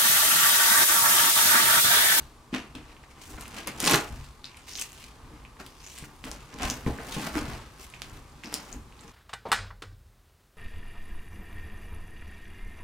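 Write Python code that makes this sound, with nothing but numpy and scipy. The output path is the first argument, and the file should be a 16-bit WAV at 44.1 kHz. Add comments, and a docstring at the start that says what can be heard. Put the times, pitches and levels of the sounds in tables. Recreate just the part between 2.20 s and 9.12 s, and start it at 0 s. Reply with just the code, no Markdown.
"""In a carpeted room, cats paw, claw and tug at packing tape on the flap of a cardboard box; hands press it back.
Glue letting go and tape buckling give snaps: short decaying tones with bright cracks, in one place a dense rip.
Strokes make bursts of tiny slips, coloured as cardboard scrape and tape crinkle.
Blows thump by ringing the flap's modes; its swings are swells of low noise.
A steady ventilation and microphone hush lies beneath, and decaying noise tails answer as the room."""
import sys
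import numpy as np
from scipy import signal
from scipy.fft import rfft, irfft, next_fast_len
from scipy.io import wavfile
from scipy.ndimage import uniform_filter1d

SR = 44100
rng = np.random.default_rng(int(sys.argv[2]) if len(sys.argv) > 2 else 0)


def level_to_linear(level):
    """Convert decibel levels to linear amplitude factors, elementwise."""
    exponent = np.asarray(level, float) / 20
    return 10 ** exponent


def waveform_to_disk(signal):
    """Save audio, clipped to [-1, 1], as 16-bit WAV at the path in sys.argv[1]."""
    frames = np.transpose(np.atleast_2d(signal))
    scaled = np.clip(frames, -1, 1) * 32767
    samples = np.round(scaled).astype(np.int16)
    wavfile.write(sys.argv[1], SR, samples)


N = 305172  # length [samples]

# spectrum of ventilation and microphone noise: (frequency [Hz], level [dB per Hz])
HUSH_SPECTRUM = [(15, -51), (25, -6), (78, 1), (170, -7), (451, -9), (560, -15), (695, -15), (863, -8.5),
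                 (1190, -6), (1400, -22), (2690, -24.5), (3620, -22.5), (7920, -26), (13600, -29),
                 (16000, -23.5)]
HUSH_DB = -56
# spectrum of low air pushed by the flap: (frequency [Hz], level [dB per Hz])
SWAY_SPECTRUM = [(12, -28), (20, -10), (59, 5), (97, -6), (140, -2), (159, -11), (182, -27), (250, -7),
                 (320, -102), (550, -120)]
# the flap swinging after a push: (peak time [s], length [s], level [dB])
FLAP_SWINGS = [(0.0, .2, -44.5), (0.403, .2, -50), (0.594, 0.43, -47.5), (1.15, .4, -43),
               (1.64, 0.52, -44.5), (1.766, 0.32, -41), (1.932, 0.15, -37), (2.005, .12, -41),
               (3.053, 0.23, -48), (3.22, 0.41, -50), (3.83, 0.32, -48.5), (4.09, 0.33, -43.5),
               (4.454, 0.25, -35), (4.625, .15, -49), (4.69, 0.17, -33.5), (4.903, 0.53, -48),
               (5.2, 0.37, -37), (5.33, 0.14, -38.5), (5.92, 0.66, -46), (6.11, .2, -61), (6.57, 0.33, -43)]
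SWING_RISE, REST_SWAY_DB = 0.41, -56.5  # rise over fall time; tremble between the swings
# modes of the flap: (frequency [Hz], level [dB], decay by 60 dB [s])
FLAP_MODES = [(75.5, -37, 0.1), (93, 2, 0.088), (135.2, 2, 0.13), (214.5, -7, 0.34), (254.5, 7, 0.069),
              (306, 2, 0.16), (459.6, -0.5, 0.22), (618, -15.5, 0.48), (827, -3, 0.32), (1066, 7.5, 0.07),
              (1500, -24, 0.043)]
# paws and fingers landing on the flap: (time [s], peak level [dB], favoured pitch [Hz], breadth [log pitch])
FLAP_BLOWS = [(0.325, -23, 249, 0.18), (0.547, -36, 277, 0.15), (1.1, -43, 332, 0.11),
              (1.476, -36, 247, 0.86), (1.5, -44, 128, 0.26), (1.624, -28, 234, 0.21),
              (1.679, -22, 825, 0.16), (1.72, -22, 270, 0.94), (1.734, -24, 128, 0.19), (1.75, -24, 308, 1),
              (1.921, -54, 127, 0.33), (3.107, -41.5, 215, 0.47), (3.396, -53, 115, 1),
              (3.82, -34, 134, 0.56), (4.037, -38.5, 221, 0.31), (4.085, -41, 248, 0.55),
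              (4.342, -34, 132, 1), (4.429, -45, 634, 0.57), (4.461, -35, 227, 0.39),
              (4.66, -14.5, 122, 0.64), (4.785, -33.5, 310, 1), (4.961, -22.5, 154, 0.94),
              (5.153, -19.5, 281, 0.13), (5.278, -28, 137, 0.17), (5.929, -43, 103, 1),
              (6.244, -37.5, 235, 0.24), (6.327, -47, 278, 0.75), (6.541, -38, 240, 0.35),
              (6.841, -41.5, 143, 0.78)]
# paw, teeth and finger strokes, rise and fall spanning 20 dB:
# (peak time [s], rise [s], fall [s], cardboard scrape level [dB], tape crinkle level [dB])
STROKE_EVENTS = [(0.0, .1, 0.14, -48, -46), (0.346, 0.018, 0.083, -33.5, -33),
                 (0.554, 0.0067, 0.087, -44, -47), (.72, 0.37, 0.12, -55.5, -58),
                 (.84, .04, 0.027, -55, -58), (.912, 0.049, 0.064, -57, -56), (.98, 0.039, 0.14, -53, -58),
                 (1.021, 0.019, 0.14, -59, -45.5), (1.101, 0.11, 0.22, -55.5, -42),
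                 (1.15, 0.12, .04, -49, -52), (1.181, 0.013, .08, -43.5, -62),
                 (1.215, 0.029, 0.13, -46.5, -42), (1.29, .08, .08, -50, -54),
                 (1.386, 0.11, 0.11, -40.5, -39.5), (1.45, 0.025, 0.042, -60, -54),
                 (1.478, 0.013, 0.051, -32.5, -33), (1.566, .06, 0.037, -46, -52),
                 (1.606, 0.0069, 0.18, -38, -36), (1.676, 0.063, 0.097, -28, -22.5),
                 (1.738, 0.12, 0.088, -23, -22), (1.82, .05, 0.18, -54, -61), (1.888, .04, 0.092, -69, -58),
                 (1.959, 0.26, 0.31, -52.5, -53), (2.05, .3, 0.16, -64, -53), (2.247, .012, 0.17, -60, -48),
                 (2.373, .02, 0.16, -62, -52), (2.486, 0.024, .25, -57, -40.5),
                 (2.584, 0.1, 0.12, -74, -38), (2.621, 0.082, 0.044, -56, -32), (2.66, .03, 0.13, -68, -50),
                 (2.73, 0.046, .06, -70, -49), (2.85, 0.45, 0.13, -62.5, -47.5), (3.17, 1, 0.6, -56.5, -63),
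                 (3.401, 0.011, 0.048, -40, -43.5), (3.468, 0.042, .2, -57, -52),
                 (3.668, 0.13, 0.64, -63, -47), (3.789, 0.26, .05, -69, -46),
                 (3.855, 0.15, 0.02, -55.5, -46), (3.9, .05, 0.092, -55, -75),
                 (4.042, 0.0081, 0.25, -53, -41), (4.073, 0.029, 0.21, -42, -67),
                 (4.336, 0.061, 0.091, -49, -53.5), (4.4, .012, 0.056, -40, -58),
                 (4.437, 0.054, 0.17, -30, -32.5), (4.506, 0.059, 0.085, -55, -36),
                 (4.54, 0.056, 0.12, -55, -41.5), (4.667, 0.019, .3, -44, -44.5),
                 (4.79, .015, 0.11, -40, -65), (4.86, 0.081, .1, -57, -61), (4.942, 0.14, 0.1, -50, -36),
                 (5.076, 0.32, 0.061, -37, -36), (5.18, 0.075, 0.054, -32.5, -34),
                 (5.332, 1, 0.23, -42, -45), (5.6, 0.016, .1, -51, -45), (5.64, 0.078, 0.051, -61, -41.5),
                 (5.753, 0.056, 0.046, -58, -52), (5.825, .025, 0.96, -55.5, -56),
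                 (5.984, 0.86, 0.041, -54, -53), (6.176, 0.14, 0.26, -73, -88),
                 (6.241, 0.0096, .03, -46.5, -42), (6.27, 0.038, 0.26, -46.5, -51),
                 (6.352, 0.06, 0.19, -42.5, -42), (6.546, .5, .11, -50.5, -50.5),
                 (6.844, 0.23, .08, -56, -56.5), (6.88, 0.013, 0.11, -55, -53)]
REST_SCRAPE_DB = -64.5  # faint cardboard contact between the strokes
RISE_CURVE, FALL_CURVE = 0.95, 0.71  # 1 = straight in dB; less = sharper peak, longer skirt
# spectrum of scraped cardboard: (frequency [Hz], level [dB per Hz])
BOARD_SPECTRUM = [(88, -60), (150, -0.5), (270, 3.5), (530, -5), (776, -3), (1280, -4.5), (1590, -6),
                  (1930, -10), (2140, -9.5), (5000, -24), (6500, -78), (11000, -120)]
# spectrum of crinkling tape: (frequency [Hz], level [dB per Hz])
FILM_SPECTRUM = [(1200, -13), (2000, -2.5), (2450, -2), (2750, -0.5), (3100, -4), (3800, -6), (6000, -7.5),
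                 (12000, -15), (16000, -8)]
# the loose strip of tape: (time [s], centre of its crinkle [Hz], strength of that centre [dB],
# brightness [dB per octave])
STRIP_COLOUR = [(0, 3900, 8, 5.5), (.35, 4160, -2, -4.5), (.85, 3830, 1, -1.5), (1.02, 6300, 2, 1),
                (1.1, 7000, 2, 6), (1.3, 7200, 1, 1.5), (1.384, 3630, 1, -0.5), (1.475, 8200, -3, -1.5),
                (1.55, 4500, -3, 2), (1.66, 5000, 4.5, 0.5), (1.78, 4900, -3, 2.5), (2.2, 4130, 7, 1),
                (2.3, 4300, 4, -4.5), (2.37, 9200, 5, -2.5), (2.48, 4800, 2, 1.5), (2.56, 6100, 14, 3),
                (2.65, 6400, -4, 3), (2.83, 3770, 1.5, 1), (3.4, 5400, 3, 1.5), (3.6, 5070, 3, 0.5),
                (3.66, 6540, 12, 1), (3.75, 6600, 2, 3), (3.79, 8600, 10, -1), (3.87, 8800, -4, 5),
                (4.04, 3900, -1, 3), (4.43, 5560, 1, -2), (4.52, 6500, 3, 4), (4.67, 4000, 2, 3.5),
                (4.9, 4270, 2.5, 3.5), (4.935, 3520, 11, 2.5), (4.965, 2870, 3, 1), (5.0, 2700, 1, 1.5),
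                (5.08, 4930, 3.5, 3.5), (5.45, 4440, 2, -0.5), (5.628, 4970, 3, 4.5), (5.75, 2600, -3, -2),
                (5.9, 4000, 0, 4), (6.26, 5300, 4, -1), (6.38, 5000, 7, 1.5), (6.55, 7000, 1, 4.5),
                (6.92, 6360, 3, -1)]
# glue letting go and tape buckling: (time [s], peak level [dB], ring [Hz], ring decay [cycles],
# crack level over the ring [dB])
TAPE_SNAPS = [(0.329, -44, 2370, 0.7, -14), (0.341, -18.5, 2650, 0.39, -25), (0.552, -32, 3260, 1.5, 0),
              (0.7666, -40, 2580, 1.2, -27), (0.8376, -42, 1940, 1.4, -23), (1.0167, -31, 5800, 0.28, -17),
              (1.1774, -38, 1920, 0.57, -17), (1.197, -37, 6290, 0.7, -12),
              (1.2102, -26.5, 8400, 0.26, 3.5), (1.2567, -32.5, 2630, 1.1, -16),
              (1.2804, -33, 8870, 1.01, -2), (1.4734, -20.5, 10200, 1.1, 8.5), (1.57, -50, 1970, 0.51, -11),
              (1.6028, -12, 11410, 0.65, 3), (1.615, -22, 6400, 0.9, -21), (1.6268, -18, 10030, 1.3, -9),
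              (1.6425, -10, 7020, 0.41, -13), (1.6526, -12, 7620, 0.79, -13), (1.6612, -15, 4960, 0.97, 2),
              (1.6684, -11, 8350, 0.72, -11), (1.682, -12, 3430, 0.61, -18), (1.712, -14, 2500, 0.6, 9),
              (1.727, -18, 4030, 0.49, -14), (1.7363, -13, 2530, 0.33, -1), (1.749, -9, 1610, 0.45, -3),
              (1.758, -11, 9300, 1.1, 3.5), (2.2435, -25.5, 3950, 2.3, -35),
              (2.2552, -29.5, 5030, 2.9, -35), (2.3177, -44, 2410, 1.1, -24),
              (2.3452, -39.5, 2290, 1.6, -21), (2.3706, -38, 8900, 2.3, -5), (2.4836, -37, 9600, 0.87, -4),
              (2.4933, -29.5, 5000, 1.1, -15), (2.5362, -28.5, 5530, 1.5, -24),
              (2.5545, -20.5, 4500, 0.71, -24), (2.587, -25.5, 3150, 1.6, -15),
              (2.597, -25.5, 6560, 1.5, 3), (2.6133, -15, 8100, 1.7, -13), (2.6193, -25, 8700, 1.7, -13),
              (2.623, -19.5, 6230, 2.9, -6), (2.72, -34, 7260, 1.6, -11), (3.2508, -36, 2450, 1.9, -13),
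              (3.3696, -39, 1540, 0.35, -14), (3.4016, -34, 1410, 0.74, -2), (3.4641, -36, 3200, 1.6, 8),
              (3.6035, -39, 4900, 1.8, -24), (3.786, -29.5, 8600, 0.95, 5.7),
              (3.8402, -34, 1880, 0.87, -13), (4.0409, -22.5, 2590, 0.36, -28),
              (4.1153, -20, 5700, 0.55, -11), (4.3414, -33, 5850, 0.93, -8), (4.3874, -37, 2350, 0.26, 4),
              (4.399, -30, 1710, 0.6, -27), (4.432, -21.5, 6560, 0.87, -11), (4.5004, -12.5, 6450, 2, -3),
              (4.5093, -19, 6120, 2.1, -12), (4.6635, -30, 2000, 1.7, -18), (4.7868, -30, 1670, 1.2, -30),
              (5.07, -26, 1380, 0.37, -4), (5.1542, -23, 1550, 0.51, -6), (5.1789, -27.5, 1400, 0.32, -9),
              (5.5784, -42, 1760, 0.53, -11), (5.7011, -39, 9350, 2.1, -1.1),
              (5.7387, -33.5, 2540, 2.2, -21), (5.8195, -20.5, 3050, 0.45, -2.5),
              (5.8985, -39, 6890, 1.5, -6), (6.0993, -48, 7600, 1.8, -9), (6.2367, -28, 2300, 0.91, -20),
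              (6.2581, -29.5, 5300, 3.1, -33), (6.327, -24, 1420, 0.23, -1), (6.3412, -18, 5500, 2.2, 5.5),
              (6.5276, -29, 6650, 3.7, -23), (6.7244, -41.5, 2570, 0.9, -17), (6.793, -40, 3920, 1.3, -37),
              (6.8102, -39.5, 7900, 3.2, -15), (6.879, -44, 6100, 2.5, -13)]
RIP_START_S, RIP_END_S, RIP_PER_S = 1.608, 1.77, 130  # the strip rips off the flap in a run of small snaps
RIP_DB, RIP_HZ = 12.5, 6000  # their peak over the crinkle, their usual ring
PAN_DB, PAN_DB_PER_OCTAVE, PAN_SCATTER_DB = -1.5, 2.5, 4.5  # left over right at 5 kHz; duller lies further right
# stereo difference of the noise sounds: (frequency [Hz], side over mid [dB])
SIDE_OVER_MID = [(60, -16), (150, -17), (380, -14), (950, -8), (2380, -4), (5980, -6), (15000, -4)]
# reverberation of the room: (frequency [Hz], decay by 60 dB [s])
ROOM_DECAY = [(100, 0.12), (500, 0.37), (2000, 0.27), (6000, 0.18), (14000, 0.11)]
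# response of the microphones: (frequency [Hz], gain [dB])
MICROPHONE_RESPONSE = [(20, 7), (60, -0.5), (9000, 1.5), (12500, -2), (15500, -10)]
TOP_HZ = 15800  # upper band limit
LEFT_LAG_S = .000014  # left microphone after the right


def unit(x):
    """Normalisation of power: scale to rms 1."""
    return x / np.sqrt(np.mean(x ** 2) + 1e-20)


def along(points, hz):
    """Interpolation on a logarithmic frequency axis."""
    f, v = np.transpose(points)
    return np.interp(np.log(hz + 1), np.log(f + 1), v)


def filtered(x, response):
    """Linear filtering: the spectrum is multiplied by a response of frequency."""
    m = next_fast_len(N + SR // 2)
    return irfft(rfft(x, m) * response(np.fft.rfftfreq(m, 1 / SR)), m)[..., :N]


def spread(pair, spectrum):
    """Mid-side stereo: two coloured signals add and subtract; close microphones differ mostly in the treble."""
    def response(hz):
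        return level_to_linear(along(spectrum, hz)) * np.array([hz * 0 + 1, level_to_linear(along(SIDE_OVER_MID, hz))])

    mid, side = filtered(pair, response)
    return np.array([mid + side, mid - side])


def swells(s, rise, fall, db, rest_db=-120):
    """Summation of power: overlapping swells sink 20 dB in their rise and fall times; gives dB per sample."""
    coarse = np.arange(0, N + 32, 32)
    t = coarse / SR - s[:, None]
    rising = np.abs(t / rise[:, None]) ** RISE_CURVE
    falling = np.abs(t / fall[:, None]) ** FALL_CURVE
    shape_db = -20 * np.where(t < 0, rising, falling)
    power = np.sum(level_to_linear(db[:, None] + shape_db) ** 2, axis=0) + level_to_linear(rest_db) ** 2
    return np.interp(np.arange(N), coarse, 10 * np.log10(power))


def slips(per_s, scatter_db, life_s):
    """Stick-slip friction: noise in bursts, many tiny slips of very uneven size, each dying fast."""
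    size = level_to_linear(scatter_db * rng.exponential(1, N).clip(0, 4))
    kicks = (rng.random(N) < per_s / SR) * size
    bursts = signal.lfilter([1], [1, -np.exp(-1 / (life_s * SR))], kicks)
    # even out the power over a thirtieth of a second
    bursts /= np.sqrt(np.abs(uniform_filter1d(bursts ** 2, size=SR // 30)) + 1e-9)
    return bursts * rng.standard_normal((2, N))


def hush():
    """Stationary broadband noise of ventilation and microphones."""
    return level_to_linear(HUSH_DB) * unit(spread(rng.standard_normal((2, N)), HUSH_SPECTRUM))


def room(x):
    """Reverberation: walls answer with a noise tail dying faster in the treble, redrawn every sixth of a second."""
    wet, step = np.zeros((2, N + 2 * SR)), SR // 6
    for start in range(0, N, step):
        hz, t, z = signal.stft(rng.standard_normal((2, SR // 2)), SR, nperseg=256)
        decay = level_to_linear(-60 * t / along(ROOM_DECAY, hz)[:, None])
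        tail = signal.istft(z * decay, SR, nperseg=256)[1]
        tail = tail / np.linalg.norm(tail[0])
        part = signal.fftconvolve(x[None, start:start + step], tail, axes=1)
        wet[:, start + 130:][:, :part.shape[1]] += part  # the tail starts 3 ms late
    return spread(wet[:, :N], [(1000, 0.011)])


def sway():
    """Radiation from a moving plate: the broad flap swings and pushes low air."""
    s, length, db = np.transpose(FLAP_SWINGS)
    level_db = swells(s, SWING_RISE * length, length, db, REST_SWAY_DB)
    return level_to_linear(level_db) * unit(spread(rng.standard_normal((2, N)), SWAY_SPECTRUM))


def thumps():
    """Modal excitation: a blow rings the flap's modes, favouring those near one pitch by where and how it lands."""
    out, t = np.zeros(N + SR), np.arange(SR // 2) / SR
    chance = rng.standard_normal((len(FLAP_BLOWS), len(FLAP_MODES)))
    hz, level_db, t60 = np.transpose(FLAP_MODES)[:, :, None]
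    modes = level_to_linear(-60 * t / t60) * np.sin(2 * np.pi * hz * t)
    onset = np.clip(t / 0.00602, 0, 1) ** 3
    for (s, db, best_hz, breadth), luck in zip(FLAP_BLOWS, chance):
        favour = 1 / (1 + (np.log(hz / best_hz) / breadth) ** 2)
        strength = level_to_linear(level_db + 0.87 * luck[:, None]) * favour
        ring = np.sum(strength * modes, axis=0) * onset
        out[round(s * SR):][:len(t)] += level_to_linear(db) * ring / np.abs(ring).max()
    return out[:N]


def strokes():
    """Superposed gestures: each stroke drives scrape and crinkle together; gives both levels in dB per sample."""
    s, rise, fall, scrape_db, crinkle_db = np.transpose(STROKE_EVENTS)
    return swells(s, rise, fall, scrape_db, REST_SCRAPE_DB), swells(s, rise, fall, crinkle_db)


def scrape(level_db):
    """Stick-slip friction of claws and fingertips dragging over the cardboard."""
    rubbing = slips(per_s=1300, scatter_db=5.5, life_s=0.0075)
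    return level_to_linear(level_db) * unit(spread(rubbing, BOARD_SPECTRUM))


def crinkle(level_db):
    """Buckling of a thin film: free length sets a moving centre of colour, stiffness the brightness."""
    uneven_db = np.clip(1.3 + .4 * (level_db + 37), 1.3, 4.8)  # a hard pull tears in big uneven jumps
    crackles = slips(per_s=1100, scatter_db=uneven_db, life_s=.0015)
    hz, t, z = signal.stft(crackles, SR, nperseg=128)
    hz = hz[:, None]
    s, centre_hz, centre_db, brightness_db = np.transpose(STRIP_COLOUR)
    from_centre = np.log((hz + 1) / np.interp(t, s, centre_hz))
    hump_db = np.interp(t, s, centre_db) * np.exp(-(from_centre / .17) ** 2)
    tilt_db = np.interp(t, s, brightness_db) * np.log2(np.maximum(hz, 2000) / 4000)
    colour = level_to_linear(hump_db + tilt_db + along(FILM_SPECTRUM, hz))
    colour /= np.sqrt(np.mean(colour ** 2, axis=0))  # colour moves, power does not
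    coloured = signal.istft(z * colour, SR, nperseg=128)[1][:, :N]
    return level_to_linear(level_db) * unit(spread(coloured, [(1000, 0)]))


def rip(crinkle_db):
    """Peeling by jumps: rows like TAPE_SNAPS at a steady but uneven pace, as strong as the pull."""
    s = np.arange(RIP_START_S, RIP_END_S, 1 / RIP_PER_S)
    luck = rng.standard_normal((len(s), 4)).T
    s = s + .3 * luck[3] / RIP_PER_S
    db = crinkle_db[(s * SR).astype(int)] + RIP_DB + 3 * luck[0]
    hz = np.minimum(RIP_HZ * np.exp(0.7 * luck[1]), SR / 4)
    cycles = 0.48 * np.exp(0.24 * luck[2])
    crack_db = s * 0 - 9
    return np.transpose([s, db, hz, cycles, crack_db])


def snaps(crinkle_db):
    """Sudden release of tension: the tape rings for a few cycles and gives a short bright crack."""
    rows = np.concatenate([rip(crinkle_db), TAPE_SNAPS])
    out, t = np.zeros((2, N + SR)), np.arange(600) / SR
    # differencing takes the bass out of the cracks
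    grit = signal.lfilter([1, -1], [1, -.55], rng.standard_normal((len(rows), 600)))
    places = rng.standard_normal(len(rows))
    for (s, db, hz, cycles, crack_db), noise, place in zip(rows, grit, places):
        swell = (1 - np.exp(-t * hz * 3)) * np.exp(-t * hz / cycles)
        ring = swell * np.sin(2 * np.pi * hz * t) / swell.max()
        crack = np.exp(-t / 0.00057) * noise
        sound = level_to_linear(db) * (ring + level_to_linear(crack_db) * crack / np.abs(crack).max())
        pan_db = PAN_DB + PAN_DB_PER_OCTAVE * np.log2(hz / 5000) + PAN_SCATTER_DB * place
        out[:, round(s * SR):][:, :600] += level_to_linear(pan_db * np.array([[.5], [-.5]])) * sound
    return out[:, :N]


def scene():
    """Superposition of direct and reverberant sound: each source drives the room at its own level."""
    scrape_db, crinkle_db = strokes()
    tape = snaps(crinkle_db)
    flap = thumps()
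    rubbing = scrape(scrape_db) + crinkle(crinkle_db)
    to_room = level_to_linear(-6) * tape.mean(axis=0) + level_to_linear(-6.0) * flap + level_to_linear(-7.5) * rubbing.mean(axis=0)
    flap_pair = flap * level_to_linear([[.4], [-.4]])  # slightly to the left
    return tape + flap_pair + rubbing + room(to_room) + sway() + hush()


def top_cut(x):
    """Nothing passes above the cut-off."""
    return signal.sosfilt(signal.butter(12, 16640, fs=SR, output="sos"), x)


def record(dry):
    """Transduction: microphones fade in the top octave up to a band limit; the left is louder and slightly late."""
    def response(hz):
        balance = level_to_linear([[.3], [-.3]])
        delay = np.exp(-2j * np.pi * hz * np.array([[LEFT_LAG_S], [0]]))
        band_limit = 1 / (1 + (hz / TOP_HZ) ** 60)
        return balance * delay * level_to_linear(along(MICROPHONE_RESPONSE, hz)) * band_limit

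    return top_cut(filtered(dry, response))


dry = scene()
out = record(dry)
waveform_to_disk(out)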